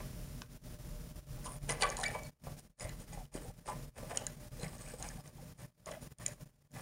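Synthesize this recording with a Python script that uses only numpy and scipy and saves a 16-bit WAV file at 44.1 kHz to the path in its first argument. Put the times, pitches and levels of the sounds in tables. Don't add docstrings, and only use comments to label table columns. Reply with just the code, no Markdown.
import sys
import numpy as np
from scipy import signal
from scipy.fft import rfft, irfft
from scipy.io import wavfile
from scipy.ndimage import uniform_filter1d

SR = 44100
rng = np.random.default_rng(int(sys.argv[2]) if len(sys.argv) > 2 else 0)


def field_ratio(decibels):
    return 10 ** (np.asarray(decibels, dtype=float) / 20)


def inscribe(sig):
    pcm = np.round(np.clip(np.atleast_2d(sig).T, -1, 1) * 32767)
    wavfile.write(sys.argv[1], SR, pcm.astype(np.int16))


N = 300321

GATE_OPEN_DB = -68.5
FIRST_TURN_S = 1.43
UPPER_WOOD_HZ = 1350
MODE_SCATTER_DB = 2


def unit(x):
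    return x / np.sqrt(np.mean(x ** 2))


def ring(x, hz, width):
    return signal.lfilter(*signal.iirpeak(hz, hz / width, fs=SR), x)


def decay(t, t60):
    return np.exp(-np.log(1000) * t / t60)


def lowpass(x, order, hz):
    return signal.lfilter(*signal.butter(order, hz, fs=SR), x)


def curve(rows):
    s, *columns = np.transpose(rows)
    return [np.interp(np.arange(N) / SR, s, c) for c in columns]


def wander(rate_hz):
    return unit(ring(rng.standard_normal(N), rate_hz, 2.6 * rate_hz))


def above(db, quiet_db):
    return np.sqrt(np.maximum(field_ratio(db) ** 2 - field_ratio(quiet_db) ** 2, 0))


def grit(per_s, spread_db, most=2):
    hit = rng.random(N) < per_s / SR
    size_db = spread_db * np.minimum(rng.exponential(size=N), most)
    return unit(hit * rng.standard_normal(N) * field_ratio(size_db))


def add(out, s, burst, db):
    i = int(s * SR)
    out[i:i + len(burst)] += (field_ratio(db) * burst / np.abs(burst).max())[:N - i]


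# frequency in Hz, level in dB per Hz.
AIR = [(35, -29.5), (60, -2), (149, -4.5), (202, -7), (249, -14.5), (280, -12), (563, -22), (604, -8),
       (647, -23), (1130, -24.5), (8030, -33.5), (9460, -31.5), (15800, -30)]
# pitch in Hz, rms level in dB.
HUM = [(119.7, -59.5), (143.3, -56), (172, -62), (239.5, -65), (476, -73), (598.5, -71)]
# centre in Hz, width in Hz, rms level in dB.
HISS = [(5500, 1400, -70), (7200, 200, -76.5), (9410, 190, -73.5)]
# pitch in Hz, rms level in dB.
WHINE = [(9493, -86), (9628, -76), (9767, -84), (9906, -86)]
# time in seconds, level in dB over the open gate level.
RUMBLE = [(0, 17.5), (1.3, 19.5), (1.8, 16), (2.5, 13), (3.2, 16), (4.2, 11.5), (5.1, 14), (5.6, 7),
          (6.81, 8.5)]


def shop():
    hz = np.fft.rfftfreq(N, 1 / SR) + 1
    at, db = np.transpose(AIR)
    colour = field_ratio(np.interp(np.log(hz), np.log(at), db))
    air = unit(irfft(rfft(rng.standard_normal(N)) * colour, N))
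    t = np.arange(N) / SR
    lines = [(f, 3.6 + 0.0051 * f, g) for f, g in HUM]
    machines = sum(field_ratio(g) * unit(ring(rng.standard_normal(N), f, w)) for f, w, g in lines + list(HISS))
    machines = machines + sum(field_ratio(g) * np.sqrt(2) * np.sin(2 * np.pi * f * t) for f, g in WHINE)
    rumble_hz, width_hz = 38.3, 16
    deep = unit(ring(ring(rng.standard_normal(N), rumble_hz, width_hz), rumble_hz, 2 * width_hz))
    deep = deep + 0.99 * np.sin(2 * np.pi * 37.7 * t)
    rumble_db, = curve(RUMBLE)
    return field_ratio(-55) * air + machines + field_ratio(rumble_db + GATE_OPEN_DB) * unit(deep)


# start in seconds, hold in seconds,
# thread force in dB, shift of the bolt in the wood in dB, both over the open gate level.
STROKES = [(0.0, 0.021, 0.5, 16.5), (1.451, 0.008, 24, 20.5), (1.518, 0.027, 7, 11),
           (1.698, 0.012, 26.5, 34), (1.801, .008, 19, 18), (1.815, 0.0075, 29, 37),
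           (1.859, 0.07, 13.5, 25.5), (1.974, 0.09, 19.5, 23.5), (2.11, 0.056, 12.5, 20),
           (2.46, 0.0079, -6, 13.5), (2.586, 0.013, 13, -5), (2.782, 0.0094, 27, 27.5),
           (2.8, 0.047, 16.5, 16), (3, 0.027, 12.5, 2), (3.13, .008, 16, 13), (3.323, 0.049, 16, 19),
           (3.66, 0.021, 23, 25.5), (3.953, 0.013, 16, 20.5), (4.101, 0.018, 16.5, 24),
           (4.148, 0.05, 12, 19.5), (4.6, 0.54, 7.5, 11), (4.615, 0.032, 14.5, 20.5), (4.81, 0.11, 10, 9.5),
           (4.994, 0.09, 10, 13), (5.028, 0.03, 9, 11), (5.17, 0.12, 5, 12), (5.574, 0.024, 14, 17),
           (5.863, 0.045, 12.5, 20.5), (5.912, 0.022, 5, 19), (6.013, 0.02, 11.5, -8),
           (6.186, 0.016, 5, 16.5), (6.212, 0.086, 10, 14), (6.323, 0.02, 9, 2), (6.763, .06, 9, 18.5)]


def hand(column, fall_db_s, rest_db):
    t = np.arange(N) / SR
    rise_db_s = 1500
    power = field_ratio(rest_db) ** 2 * (t > FIRST_TURN_S) + 1e-9
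    for row in STROKES:
        late = t - row[0]
        rise = rise_db_s * np.minimum(late, 0)
        fall = fall_db_s * np.maximum(late - row[1], 0)
        power = power + field_ratio(row[column] + rise - fall) ** 2
    return 10 * np.log10(power)


EDGE_MODE_HZ, EDGE_MODE_T60_S = 2330, .045
# pitch in Hz, level in dB, 60 dB decay in seconds.
TOP_MODES = [(2900, -13, .07), (3010, -12, .07)]
# pitch in Hz, level in dB, 60 dB decay in seconds.
SHELF = [(484, 8, 0.16), (591, 13.2, 0.06), (610, 1, 0.039), (720, 3.1, 0.1), (770, 8.6, 0.12),
         (835, 7.8, 0.18), (1011, 7.3, 0.14), (1150, 7.3, 0.15), (1580, -7, 0.028), (1727, 0, 0.039),
         (1990, 0, 0.071), (EDGE_MODE_HZ, -3, EDGE_MODE_T60_S), *TOP_MODES]


def rub():
    x = lowpass(grit(1800, 1.2), 2, 2800)
    body = field_ratio(-7) * ring(x, 740, 2000)
    for hz, db, t60 in SHELF:
        mode_db = db + 3 * (hz > UPPER_WOOD_HZ) + 4.7 * wander(8.1)
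        body = body + field_ratio(mode_db) * ring(x, hz, 5.3 / t60)
    level_db = hand(column=3, fall_db_s=210, rest_db=10)
    return above(level_db, 7.5) * field_ratio(-5.5) * unit(body)


# time in seconds, peak level in dB.
SNAPS = [
    (0.419, -24),
    (0.421, -35),
]
# pitch in Hz, width in Hz, level in dB.
SNAP_RINGS = [(1100, 240, 7.5), (1540, 160, 1), (2600, 250, -5), (3030, 290, -7), (3660, 640, -3),
              (5200, 1400, 3)]


def snaps():
    out, push = np.zeros(N), signal.unit_impulse(400)
    burst = sum(field_ratio(g) * ring(push, f, w) * f / w for f, w, g in SNAP_RINGS)
    for s, peak_db in SNAPS:
        add(out, s, burst, peak_db)
    return lowpass(out, 6, 6700)


# time in seconds, peak level in dB,
# strongest mode in Hz, chatter length in seconds.
SOFT_KNOCKS = [(1.378, -48, 600, 0.0057), (1.454, -43.5, 1036, 0.035), (1.989, -38.5, 766, 0.084),
               (2.152, -36, 720, 0.003), (2.468, -38, 660, 0.0068), (3.173, -41.5, 704, 0.0037),
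               (3.677, -39.5, 990, 0.038), (3.984, -48.5, 613, 0.024), (4.028, -41.5, 610, 0.016),
               (4.108, -40, 710, 0.013), (4.216, -42.5, 600, 0.0097), (4.935, -52, 476, 0.007),
               (5.866, -48, 610, 0.017)]
# time in seconds, peak level in dB,
# strongest mode in Hz, chatter length in seconds.
HARD_KNOCKS = [(1.69, -31, 717, 0.01), (1.696, -34.5, 1980, 0.0027), (1.813, -50, 1150, 0.006),
               (1.824, -26, 770, 0.0036), (1.829, -26.5, 2350, 0.0046), (1.8355, -23.5, 1150, 0.0019),
               (1.865, -42.5, 1150, .008), (2.032, -32.5, 1820, 0.0039), (2.148, -35, 1005, 0.002),
               (2.818, -56, 2010, 0.052), (2.892, -50, 1950, 0.012), (3.127, -44, 865, 0.0078),
               (3.344, -47.5, 480, 0.01), (4.112, -44.5, 1150, .005), (4.146, -47, 595, 0.006),
               (4.172, -48, 2950, 0.0051), (4.268, -50, 2000, 0.004), (4.636, -49.5, 2200, 0.017),
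               (5.17, -58, 1690, 0.0074), (5.877, -59, 2000, .005), (5.916, -50, 2160, 0.0035),
               (6.259, -48, 1990, 0.0058), (6.747, -54.5, 1870, 0.069)]


def knocks():
    out, t, push_t = np.zeros(N), np.arange(9000)[:, None] / SR, np.arange(3000) / SR
    hz, db, t60 = np.transpose(SHELF)
    damped = decay(t, .65 * t60)
    rows = [(*r, 2.5) for r in HARD_KNOCKS] + [(*r, -28) for r in SOFT_KNOCKS]
    for s, peak_db, top_hz, chatter_s, upper_db in rows:
        upper_db = upper_db + 15 + 39 * (top_hz > UPPER_WOOD_HZ)
        mode_db = db + MODE_SCATTER_DB * rng.standard_normal(len(hz))
        mode_db = mode_db + np.where(hz > UPPER_WOOD_HZ, upper_db, 0)
        mode_db = mode_db + 12 * np.exp(-(np.log(hz / top_hz) / .1) ** 2)
        pitch = hz * (1 + 0.0074 * rng.standard_normal(len(hz)))
        modes = (field_ratio(mode_db) * np.sin(2 * np.pi * pitch * t) * damped).sum(axis=1)
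        push = rng.standard_normal(len(push_t))
        push = push * np.abs(push)
        push[60:70] += 4
        push = push * np.exp(-push_t / chatter_s) * np.minimum(push_t / 0.0023, 1)
        add(out, s, signal.fftconvolve(push, modes), peak_db + 4.5)
    return signal.lfilter(*signal.butter(4, 460, "high", fs=SR), out)


# pitch in Hz, width in Hz, level in dB.
THREAD = [(4440, 120, -36), (5110, 260, -8), (6900, 400, -5.5), (8060, 470, -1.5), (8650, 380, 1),
          (9250, 830, -9.5)]
# time in seconds, share of the highest thread ring 0-1.
GRIP = [(0, 0.4), (1.6, 0.93), (2.1, 0.52), (3.3, 0.47), (4.5, 0.37), (4.9, 0), (5.2, 0.5), (5.9, 0.6),
        (6.05, 0.86), (6.81, 0.57)]


def scrape():
    x = grit(6000, 1.3) * field_ratio(2.0 * wander(30))
    share, = curve(GRIP)
    rings = [field_ratio(g) * ring(ring(x, f, w), f, 3 * w) for f, w, g in THREAD]
    high = share * unit(rings[-1]) + (1 - share) * unit(rings[-2] + rings[-3])
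    low = unit(sum(rings[:-3]) + field_ratio(-6.0) * ring(x, 6600, 4200))
    scrape_db = hand(column=2, fall_db_s=341.5, rest_db=2)
    crunch_db = hand(column=2, fall_db_s=495.5, rest_db=7) + 0.5
    turning = np.arange(N) / SR > FIRST_TURN_S
    return turning * (above(scrape_db, -0.5) * field_ratio(-3.0) * high + above(crunch_db, 5.5) * field_ratio(-6.0) * low)


# start in seconds,
# length in seconds, ring in Hz, rms level in dB.
DRAGS = [(1.49, 0.07, 9500, -54), (1.455, 0.042, 1060, -54), (1.459, .012, 3020, -54.5),
         (1.832, .045, 1150, -43.5), (1.974, 0.04, 1010, -50.5), (2.81, .07, 616, -51),
         (2.799, .11, 2060, -59), (2.055, .05, 1860, -50), (4.634, .03, 2150, -56),
         (3.171, 0.052, 766, -57), (3.41, .04, 8700, -61.5), (3.468, .025, 8700, -61.5),
         (3.417, .085, 486, -56), (3.45, 0.054, 750, -58), (3.68, 0.055, 850, -47.5),
         (3.69, .035, 8800, -61), (4.1, 0.029, 695, -46), (4.147, 0.027, 532, -48), (4.185, .03, 2750, -60),
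         (4.58, 0.064, 482, -55), (4.86, 0.066, 2360, -64), (4.868, 0.05, 1680, -62),
         (4.929, .025, 478, -51), (4.996, 0.077, 764, -56.5), (5.022, .04, 1650, -57.5),
         (5.028, 0.069, 2300, -62), (5.08, .035, 1740, -59.5), (5.168, .03, 765, -58),
         (5.378, .02, 794, -59.5), (5.407, 0.024, 520, -58), (5.887, 0.088, 605, -52),
         (5.868, .03, 1100, -52.5), (5.87, 0.022, 2010, -58.5), (6.194, .04, 1850, -61),
         (6.29, .045, 1760, -64)]


def drags():
    out, x = np.zeros(N), grit(500, 2.5)
    edge_s, fade_db = .006, 5
    for s, length, hz, db in DRAGS:
        i, t = int(s * SR), np.arange(int((length + 2 * edge_s) * SR)) / SR
        width = .13 * hz
        tone = unit(ring(ring(x[i:i + len(t)], hz, width), hz, 2 * width))
        swell = np.clip(np.minimum(t, t[::-1] / 2) / edge_s, 0, 1)
        out[i:i + len(t)] += field_ratio(db + fade_db * (.5 - t / t[-1])) * tone * swell
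    return out


# pitch in Hz, width in Hz, level in dB.
NUT = [(2950, 120, -12), (3380, 86, -16.5), (4034, 110, -11.5), (4550, 130, -17), (5010, 120, -11),
       (5520, 99, -22.5), (6000, 96, -10), (6950, 390, 2.5), (7730, 130, -16.5), (8900, 200, 2.5),
       (9500, 150, -6)]
# time in seconds,
# peak level in dB, strongest ring in Hz.
PINGS = [(1.6852, -49, 9700), (1.7045, -41, 8300), (1.708, -36, 5000), (1.7208, -37.5, 6560),
         (1.8355, -42, 6800), (1.8894, -45, 6550), (1.8996, -33, 6550), (1.9672, -32, 6870),
         (1.967, -42, 4050), (1.9984, -40, 9500), (2.0103, -37, 6700), (2.0125, -42, 4050),
         (2.0318, -36, 9900), (2.0808, -38.5, 9100), (2.2323, -45.5, 7250), (2.268, -50.5, 7100),
         (2.787, -60.5, 9360), (2.796, -46.5, 6850), (2.8072, -42, 7050), (2.81, -58, 7000),
         (2.826, -50, 9700), (3.1312, -45.5, 6700), (3.3403, -46.5, 8860), (4.0951, -49, 8700),
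         (4.1572, -42, 9600), (4.171, -21.5, 6800), (4.2654, -29.5, 6740), (4.596, -52, 6600),
         (4.611, -54, 6550), (4.631, -45, 6650), (4.7808, -52, 6550), (4.801, -53, 6600),
         (4.984, -52, 8000), (4.997, -50, 8520), (5.024, -34, 6500), (5.0866, -39.5, 6540),
         (5.2072, -56, 5170), (5.2749, -51, 6300), (5.858, -44.5, 6900), (5.912, -45.5, 6900),
         (6.034, -59, 10100), (6.183, -55, 6900), (6.1845, -53, 8900), (6.2614, -24, 6970),
         (6.2794, -36.5, 6900), (6.715, -62, 6950)]
# time in seconds,
# peak level in dB, strongest ring in Hz.
CLACKS = [(1.691, -32.5, 8350), (1.6946, -34, 6000), (1.8085, -38, 2960), (1.815, -41.5, 4410),
          (1.8209, -24.5, 4560), (1.8318, -32, 4560), (1.8634, -46, 9200), (2.0346, -35.5, 5020),
          (2.0371, -32.5, 3630), (2.0378, -33, 3980), (2.8912, -45, 6900), (3.674, -49, 8760),
          (4.596, -60, 5200), (4.6297, -51, 5200), (4.68, -52, 5000), (5.9145, -48, 5500),
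          (3.252, -61, 3000)]


def ticks():
    out, t = np.zeros(N), np.arange(3000) / SR
    hz, _, db = np.transpose(NUT)
    crack_band = signal.butter(3, [4600, 9800], "band", fs=SR)
    # low rings in dB, high rings in dB, 60 dB decay in seconds
    rows = [(*r, -3.5, -19, .018) for r in CLACKS] + [(*r, -18, -8, .013) for r in PINGS]
    for s, peak_db, top_hz, low_db, high_db, t60 in rows:
        ring_db = .5 * db + MODE_SCATTER_DB * rng.standard_normal(len(hz))
        ring_db = ring_db + np.where(hz < 4500, low_db + 15.5, 0) + np.where(hz > 7800, high_db + 14.0, 0)
        pitch = hz * (1 + .012 * rng.standard_normal(len(hz)))
        phase = rng.standard_normal(len(hz))
        fade = decay(t, t60)
        burst = (field_ratio(ring_db) * np.sin(2 * np.pi * pitch * t[:, None] + phase)).sum(axis=1) * fade
        burst = burst + field_ratio(11.5) * np.sin(2 * np.pi * top_hz * t) * fade ** 0.99
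        noise = rng.standard_normal(len(t))
        crack = signal.lfilter(*crack_band, noise) + field_ratio(.5 * low_db) * ring(noise, 2800, 3000)
        burst = burst + field_ratio(2) * 6 * crack * fade ** 2.7
        add(out, s + .0012, burst * np.minimum(t / .0005, 1), peak_db + 7.0)
    return out


# time in seconds,
# peak level in dB, ring in Hz, 60 dB decay in seconds.
CHIMES = [(1.703, -31, 10100, 0.018), (1.7075, -32, 9500, .025), (1.7095, -43, 6700, .015),
          (1.7215, -42, 9300, .02), (1.8135, -41, 4700, .012), (1.8225, -35, 8700, .02),
          (1.8255, -31, 4200, .015), (1.833, -35, 8800, .025), (1.854, -47, 9700, .04),
          (1.8905, -40, 6580, .02), (2.0355, -29, 1740, 0.035), (2.041, -32.5, 1900, .04),
          (2.149, -38, 890, .03), (2.155, -35.5, 620, 0.054), (2.15, -46.5, 2990, .02),
          (2.051, -34, 2100, .015), (2.081, -44, 5200, .015), (2.8085, -44, 5050, .045),
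          (2.8072, -43, 9500, .02), (2.814, -44, 9550, .025), (2.82, -43, 7000, .04),
          (2.893, -45, 4030, .03), (2.896, -55, 1950, .04), (4.1142, -44, 1680, .025),
          (4.1735, -38, 2890, .025), (4.174, -47, 2150, .025), (4.174, -48, 1500, .02),
          (6.259, -47, 3090, .025), (6.262, -43, 2300, .025), (5.916, -51, 3300, .02),
          (5.869, -42, 640, 0.065), (3.375, -51, 3000, .015), (4.176, -47, 4300, .02),
          (4.268, -44.5, 4000, .02), (4.272, -44, 1660, 0.027), (4.598, -50, 4050, .025),
          (4.613, -49, 4070, .04), (4.627, -47, 4150, .03), (4.631, -44, 4030, .025),
          (4.626, -47, 8800, .02), (4.6805, -51, 5370, .015), (5.025, -46, 4030, .02),
          (5.088, -48, 5100, .02), (5.207, -53, 5200, .025)]


def chimes():
    out, t = np.zeros(N), np.arange(3000) / SR
    for s, peak_db, hz, t60 in CHIMES:
        pair = np.sin(2 * np.pi * hz * t) + .5 * np.sin(2 * np.pi * hz * 1.02 * t)
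        add(out, s, pair * decay(t, t60) * np.minimum(t / .0015, 1), peak_db)
    return out


# time in seconds, pitch in Hz, level in dB.
SQUEAL = [
    (2.048, 2200, -46),
    (2.054, 2280, -40),
    (2.065, 2305, -33),
    (2.073, 2300, -41),
    (2.097, 2290, -47),
    (2.106, 2285, -57),
    (2.15, 2282, -53),
    (2.162, 2282, -59),
    (2.275, 2275, -60),
]
# time in seconds, pitch in Hz, level in dB.
PEEP = [
    (2.243, 4380, -68),
    (2.252, 4420, -62),
    (2.268, 4390, -66),
]
# multiple of the pitch, level in dB at full force.
SQUEAL_OVERTONES = [(2, -6.5), (3, -8)]


def squeal(rows):
    start = (rows[0][0] - .004, rows[0][1], -110)
    end = (rows[-1][0] + 0.017, rows[-1][1], -110)
    hz, db = curve([start, *rows, end])
    force, unrest = field_ratio(db - SQUEAL[2][2]), wander(45)
    wobble = .002 * (1 - force) * unrest[::-1]
    phase = 2 * np.pi * np.cumsum(hz * (1 + wobble)) / SR
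    wave = np.sin(phase) + sum(field_ratio(g) * force ** 2.2 * np.sin(k * phase) for k, g in SQUEAL_OVERTONES)
    return np.sqrt(2) * field_ratio(db + 2.5 * (1 - force) * unrest) * wave


# time in seconds, peak level in dB, pitch in Hz,
# 60 dB decay in seconds.
THUMPS = [
    (2.848, -37, 102, 0.15),
    (3.352, -28, 306, 0.018),
    (3.483, -35.5, 115, 0.067),
    (4.627, -52, 101, 0.044),
    (4.632, -31.5, 159, 0.077),
]


def thumps():
    out, t = np.zeros(N), np.arange(4000) / SR
    for s, peak_db, hz, t60 in THUMPS:
        burst = np.sin(2 * np.pi * hz * t) * decay(t, t60) * np.minimum(t / 0.0011, 1)
        add(out, s, burst, peak_db - 2.5)
    return out


def room(x):
    t = np.arange(SR // 2) / SR
    tail = rng.standard_normal(len(t)) * decay(t, 0.35) * np.minimum(t / 0.0075, 1)
    tail = lowpass(tail, 2, 3360)
    return field_ratio(-15.5) * signal.fftconvolve(x, tail / np.sqrt(np.sum(tail ** 2)))[:N]


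# time in seconds, gain in dB.
GATE_LEAN = [(0, 5), (.41, 2), (.52, -0.6), (.7, 2), (1.5, 1.8), (2.9, 2), (3.0, 0.8), (3.6, 1), (3.75, 2),
             (3.92, 3.5), (4.45, -0.1), (4.6, 2.5), (4.78, -0.2), (5.05, 3), (5.25, -3), (5.6, -0.6),
             (5.9, 0.5), (6.81, 2.5)]
# start in seconds, end in seconds, gain in dB.
GATE_SHUTS = [(.435, .5, -7), (.578, .635, -13.5), (1.205, 1.285, -14), (2.305, 2.435, -24),
              (2.617, 2.806, -9), (2.68, 2.8, -16.5), (2.74, 2.772, -13.5), (3.258, 3.336, -15),
              (3.51, 3.672, -11.5), (3.895, 3.968, -23), (4.345, 4.4, -4.5), (5.296, 5.346, -7.5),
              (5.532, 5.59, -13), (5.662, 5.86, -14.5), (5.703, 5.774, -11.5), (6.132, 6.194, -24),
              (6.34, 6.399, -13.5), (6.48, 6.731, -8), (6.508, 6.731, -14.5)]
# time in seconds, gain in dB.
GATE_FLINCHES = [(0.48, -8.5), (1.235, 7.5), (1.273, 8), (3.871, -7.5), (4.026, -0.5), (6.486, -13.5),
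                 (0.779, -10.5), (1.138, -11), (1.604, -13.5), (2.421, 8), (2.556, -9), (2.611, -8),
                 (2.965, -3.5), (3.059, -9.5), (3.24, -5), (3.302, -10), (3.589, 6.5), (4.503, -16.5),
                 (4.973, -7.5), (5.23, -8.5), (5.997, -6), (6.096, -15.5), (6.452, -15.5), (6.523, -5),
                 (6.689, -10.5), (6.72, 6)]


def gate():
    frame_s, first_s, slew_s, flinch_s = .01, .007, 0.021, 0.024
    frame = np.floor((np.arange(N) / SR - first_s) / frame_s).astype(int) + 1
    t = (np.arange(frame[-1] + 1) - .5) * frame_s + first_s
    flinches = [(s - flinch_s / 2, s + flinch_s / 2, g) for s, g in GATE_FLINCHES]
    db = np.interp(t, *np.transpose(GATE_LEAN))
    for start, end, change_db in list(GATE_SHUTS) + flinches:
        begun = np.clip((t - start) / slew_s + .5, 0, 1)
        ended = np.clip((t - end) / slew_s + .5, 0, 1)
        db = db + change_db * (begun - ended)
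    db = db + 1.23 * (1 - db / 15) * rng.standard_normal(len(t))
    return uniform_filter1d(field_ratio(db)[frame], size=90)


GATE = gate()


def scene():
    sliding = field_ratio(GATE_OPEN_DB) * (rub() + scrape())
    hits = snaps() + knocks() + ticks() + chimes() + squeal(SQUEAL) + squeal(PEEP) + thumps()
    near = hits / GATE + sliding + room(hits + sliding) + drags() / GATE
    near = signal.sosfilt(signal.butter(4, 10480, fs=SR, output="sos"), near)
    return (near + shop())[None]


def roll_off(x):
    return signal.sosfilt(signal.butter(12, 15830, fs=SR, output="sos"), x)


def record(dry):
    dry = signal.sosfilt(signal.ellip(10, .2, 70, 15750, fs=SR, output="sos"), dry)
    return roll_off(dry * GATE)


dry = scene()
out = record(dry)
inscribe(out)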